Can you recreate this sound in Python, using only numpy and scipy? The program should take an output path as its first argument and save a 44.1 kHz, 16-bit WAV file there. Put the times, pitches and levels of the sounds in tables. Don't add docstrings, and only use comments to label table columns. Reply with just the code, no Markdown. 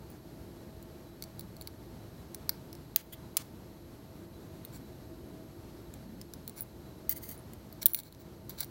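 import sys
import numpy as np
from scipy import signal
from scipy.fft import rfft, irfft
from scipy.io import wavfile
from scipy.ndimage import uniform_filter1d

SR = 44100
rng = np.random.default_rng(int(sys.argv[2]) if len(sys.argv) > 2 else 0)


def to_wav(sig):
    pcm = np.clip(np.atleast_2d(sig), -1, 1) * 32767
    pcm = np.round(pcm).astype(np.int16)
    wavfile.write(sys.argv[1], SR, pcm.T)


N = 383669
TIME = np.arange(N) / SR


def amp(db):
    return 10 ** (np.asarray(db) / 20)


def unit(x):
    return x / np.sqrt(np.mean(x ** 2) + 1e-20)


def read(points, hz):
    f, value = np.transpose(points)
    return np.interp(np.log(hz + 1), np.log(f + 1), value)


def add(mix, start_s, sound):
    part = mix[max(round(start_s * SR), 0):][:len(sound)]
    part += sound[:len(part)]


def noise(gain):
    spectrum = rfft(rng.standard_normal(N)) * gain(np.fft.rfftfreq(N, 1 / SR))
    return unit(irfft(spectrum, N))


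def narrow(hz, width):
    return noise(lambda f: 1 / (1 + ((f - hz) / width * 2) ** 2))


def fan(air_db=-49.5, flutter_db=1.0):
    # (frequency [Hz], relative level [dB])
    air_colour = [(15, -19), (25, -26), (55, 0), (99, 0.5), (127, 0.5), (317, -5.5), (344, -5.5),
                  (503, -12), (641, -14.5), (695, -16), (2610, -30.5), (4370, -30), (11000, -38),
                  (12200, -35.5), (16000, -37.5)]
    # (pitch [Hz], width [Hz], level [dB])
    tones = [(295.7, 14, -68), (339.9, 9.2, -61), (643, 7.8, -67), (894, 14, -74), (3950, 32, -77),
             (4360, 200, -78.5), (10150, 560, -80)]
    air = amp(air_db + flutter_db * narrow(0.36, 13.6)) * noise(lambda f: amp(read(air_colour, f)))
    return air + sum(amp(db) * narrow(hz, width) for hz, width, db in tones)


def whine(hz=11770, db=-72.5):
    return amp(db) * np.sqrt(2) * np.sin(2 * np.pi * hz * TIME)


def bounces(count=3, first_gap_s=0.012, shrink=0.6, step_db=-5.5):
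    # (time [s], relative level of the low note [dB], of the high note [dB])
    drops = [(0.1019, -54, -52), (6.608, -35, -30), (7.3777, -47.5, -60), (7.8834, -41, -32),
             (7.9183, -40, -55), (7.9346, -31, -21), (7.9632, -36, -33)]
    for s, *levels in drops:
        for k in range(count):
            yield s, np.add(levels, k * step_db)
            s += first_gap_s * shrink ** k


def clinks(level_db=7, rise_s=0.000078, detune=0.011):
    # (pitch [Hz], time to fade by 60 dB [s])
    pin_notes = [(10520, 0.01), (14990, 0.013)]
    t, out = np.arange(SR // 20) / SR, np.zeros(N)
    attack = 1 - np.exp(-t / rise_s)
    for s, levels in bounces():
        for (hz, fade_s), db in zip(pin_notes, levels):
            tone = np.sin(2 * np.pi * hz * (1 + detune * rng.standard_normal()) * t)
            add(out, s, amp(level_db + db - 60 * t / fade_s) * tone * attack)
    return out


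def ring(force, in_bore, extra_note, direct_db):
    # (pitch [Hz], width [Hz], gain [dB])
    tweezer_notes = [(940, 440, -10.5), (1543, 140, -6.5), (2220, 160, -6), (4370, 620, -7),
                     (5710, 350, -7.5), (7190, 190, -6), (7860, 520, -16.5), (9870, 320, -17.5),
                     (10790, 330, -5.5), (11760, 550, -13.5), (13900, 240, -2), (14700, 180, 0),
                     (15600, 250, 0.5)]
    # (pitch [Hz], width [Hz], gain [dB])
    bore_notes = [(2086, 113, -8), (3150, 110, -15), (4700, 140, -9.5), (6180, 180, -14.5),
                  (6900, 310, -10), (8700, 63, -2), (9600, 330, -7.5), (11540, 420, -4), (12120, 130, 2.5),
                  (14000, 270, -15), (15000, 410, -1)]
    out = amp(direct_db) * force
    for hz, width, db in [*(bore_notes if in_bore else tweezer_notes), extra_note]:
        out += amp(db) * signal.lfilter(*signal.iirpeak(hz, hz / width, SR), force)
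    return out


def contacts(second_db=-4.5, second_bright_db=-3.5):
    # (time [s], relative level [dB], brightness [dB], lag of the second tip [s],
    # note of the tweezer arm [Hz], part that rings [0 tweezers, 1 bore])
    pinches = [(0.8266, -61, 3, .001, 7540, 0), (1.2236, -40, -6, .015, 4450, 0),
               (1.394, -47, 3, .015, 4350, 0), (1.5664, -56.5, -3, .001, 4330, 0),
               (1.6118, -46.5, -2.5, 0.0095, 4350, 0), (1.6734, -43.5, -4, .001, 4100, 0),
               (2.3462, -44, 0.5, .001, 4460, 0), (2.493, -30, 0.5, .0003, 4360, 0),
               (2.729, -50, -3, .023, 5300, 0), (2.9606, -28, 7, .001, 3970, 1),
               (3.369, -27.5, 2, 0.0031, 4700, 0), (4.6498, -52, 5.5, .001, 4130, 1),
               (5.939, -52, -6, .001, 6680, 0), (6.214, -48, -6, 0.00085, 5240, 1),
               (6.3365, -47.5, -2, 0.00079, 5160, 0), (6.4774, -46.5, 5.5, 0.018, 4330, 0),
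               (7.0941, -42, 17, .0015, 5940, 1), (7.5342, -57, 3, .001, 7400, 1),
               (7.7265, -59.5, 8, .001, 4440, 1), (7.829, -41.5, 2, .001, 3900, 0),
               (7.8578, -32.5, 19.5, 0.0054, 3860, 0), (7.863, -30.5, 10, .001, 4000, 0),
               (7.946, -33, 7.5, 0.00045, 4300, 0), (7.9891, -41, 4.5, .011, 4110, 0),
               (8.0339, -53, -3, .001, 4240, 0), (8.125, -53, -4, .023, 4180, 0),
               (8.4944, -52.5, 9, .001, 5900, 1), (8.6054, -39, 6.5, 0.0011, 4200, 0),
               (8.6446, -56, 8, 0.00089, 5750, 1)]
    # (level offset [dB], share of the brightness [0 to 1])
    balance = [(-12, .1), (0.5, 0.023), (0, 0.73), (2.9, 1)]
    for s, db, bright_db, lag_s, arm_hz, in_bore in pinches:
        first = (s, db, bright_db)
        second = (s + lag_s, db + second_db, bright_db + second_bright_db)
        for at, level, bright in first, second:
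            band_levels = [level + offset + share * bright for offset, share in balance]
            yield at, band_levels, arm_hz, in_bore


def clicks(rise_s=.0002, chatter=1.7, direct_db=-27, crack_db=18, level_db=-1.0, arm_width_hz=330):
    # (low end [Hz], high end [Hz])
    bands = [(750, 2850), (2850, 9000), (9000, 13000), (13000, 16100)]
    filters = [signal.butter(4, band, "bandpass", fs=SR, output="sos") for band in bands]
    t, out = np.arange(SR // 40) / SR, np.zeros(N)
    span = .004 * SR
    for s, band_levels, arm_hz, in_bore in contacts():
        hardness = np.interp(band_levels[0], [-54, -40], [0, 1])
        rise = rise_s * (1 + hardness)
        force = chatter * rng.standard_normal(len(t)) * t / rise * np.exp(-t / rise)
        force[np.argmin(abs(t - rise))] += 1
        arm_note = (arm_hz, arm_width_hz * (1 + hardness), -1)
        sound = ring(force, in_bore, arm_note, direct_db + crack_db * hardness)
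        for sos, db in zip(filters, band_levels):
            band = signal.sosfilt(sos, sound)
            add(out, s, amp(level_db + db) * band * np.sqrt(span / np.sum(band ** 2)))
    return out


def hand():
    # (time [s], length [s], pitch [Hz], level [dB])
    shifts = [(1.108, 0.58, 149, -52.5), (4.988, 0.63, 307, -52), (5.982, 0.304, 211, -48)]
    return sum(amp(db) * narrow(hz, hz * 0.51) * np.sin(np.pi * np.clip((TIME - s) / length, 0, 1))
               for s, length, hz, db in shifts)


def hiss_trails(length_s=0.055, fade_s=0.0066):
    # (time [s], level [dB])
    hisses = [(2.964, -52), (3.373, -49.5)]
    # (frequency [Hz], relative level [dB])
    colour = [(300, -17), (1200, -0.5), (4500, -2), (7500, -5), (16000, -9)]
    gate = sum(amp(db) * (TIME > s) * np.clip((s + length_s - TIME) / fade_s, 0, 1) for s, db in hisses)
    return gate * noise(lambda f: amp(read(colour, f)))


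def friction(envelope, note_hz, in_bore, slips_per_s=1100, uneven_db=4.5, rub=0.12):
    slips = rng.random(SR // 2) < slips_per_s / SR
    size = amp(uneven_db * np.clip(rng.standard_normal(SR // 2), -2, 2))
    grit = rng.standard_normal(SR // 2)
    force = np.resize(slips * size * np.sign(grit) + rub * grit, len(envelope))
    return envelope * unit(ring(force, in_bore, extra_note=(note_hz, 420, -3), direct_db=-27))


def scrapes(arch=.9):
    # (time [s], length [s], level [dB], extra note [Hz], part that rings [0 tweezers, 1 bore])
    strokes = [(3.122, 0.028, -43.5, 3220, 1), (4.719, .065, -53.5, 7500, 0), (6.557, 0.061, -48, 10200, 0),
               (7.813, 0.023, -41.5, 5700, 0), (7.86, 0.071, -48, 14400, 0), (7.961, .053, -45.5, 14400, 0),
               (8.04, 0.057, -55, 4170, 0), (8.187, .045, -57.5, 15400, 0)]
    out = np.zeros(N)
    for s, length, db, note_hz, in_bore in strokes:
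        t = np.arange(0, length, 1 / SR)
        envelope = amp(db) * abs(np.sin(np.pi * t / length)) ** arch
        add(out, s, friction(envelope, note_hz, in_bore))
    return out


def long_stroke(push, note_hz, in_bore, level_db):
    times, db = np.transpose(push)
    out, t = np.zeros(N), np.arange(times[0], times[-1], 1 / SR)
    envelope = amp(level_db + np.interp(t, times, db))
    add(out, times[0], friction(envelope, note_hz, in_bore))
    return out


def pin_slide():
    # (time [s], relative level [dB])
    push = [(7.092, -58), (7.1, -37), (7.104, -36), (7.122, -37), (7.128, -35), (7.144, -68), (7.164, -43),
            (7.174, -40.5), (7.204, -72), (7.236, -41), (7.278, -53.5), (7.292, -41.5), (7.308, -49),
            (7.316, -42.5), (7.37, -68)]
    return long_stroke(push, note_hz=15700, in_bore=True, level_db=-0.5)


def tip_drag():
    # (time [s], relative level [dB])
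    push = [(8.491, -70), (8.497, -44.5), (8.545, -67), (8.57, -65), (8.585, -45), (8.612, -37.5),
            (8.624, -49), (8.633, -39.5), (8.645, -64)]
    return long_stroke(push, note_hz=4100, in_bore=False, level_db=-1.5)


def room(x, tail_db=-23, dull_hz=4000, build_s=0.02):
    # (delay [s], gain [dB])
    echoes = [(.0011, -19.5), (.0036, -15), (.0052, -22), (.0087, -21.5)]
    # (frequency [Hz], time to fade by 60 dB [s])
    fade_times = [(1000, 0.46), (5000, 0.27), (15000, 0.31)]
    hz, t, spectrum = signal.stft(rng.standard_normal(SR // 2), SR, nperseg=256)
    fade = amp(-60 * t / read(fade_times, hz)[:, None])
    tail = signal.istft(spectrum * fade / np.hypot(1, hz / dull_hz)[:, None], SR, nperseg=256)[1]
    tail *= np.minimum(np.arange(len(tail)) / SR / build_s, 1)
    response = amp(tail_db) * tail / np.linalg.norm(tail)
    response[0] += 1
    for delay, db in echoes:
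        response[round(delay * SR)] += amp(db)
    return signal.fftconvolve(x, response)[:N]


def scene():
    metal = pin_slide() + tip_drag() + clicks() + clinks() + scrapes()
    return (room(metal) + hiss_trails() + hand() + fan() + whine())[None]


def record(dry, threshold_db=-27, recover_db_per_s=22, depth=0.33, attack_s=0.0071, top_hz=16100):
    power_db = 10 * np.log10(abs(uniform_filter1d(dry[0] ** 2, size=441)) + 1e-12)
    fall = TIME * recover_db_per_s
    held_db = np.maximum.accumulate(power_db + fall) - fall
    over_db = np.maximum(held_db - threshold_db, 0)
    smooth = np.exp(-1 / (attack_s * SR))
    dip_db = depth * signal.lfilter([1 - smooth], [1, -smooth], over_db)
    lowpass = signal.firwin(241, top_hz, window=("kaiser", 8), fs=SR)
    return signal.oaconvolve(dry / amp(dip_db), lowpass[None], "same")


dry = scene()
out = record(dry)
to_wav(out)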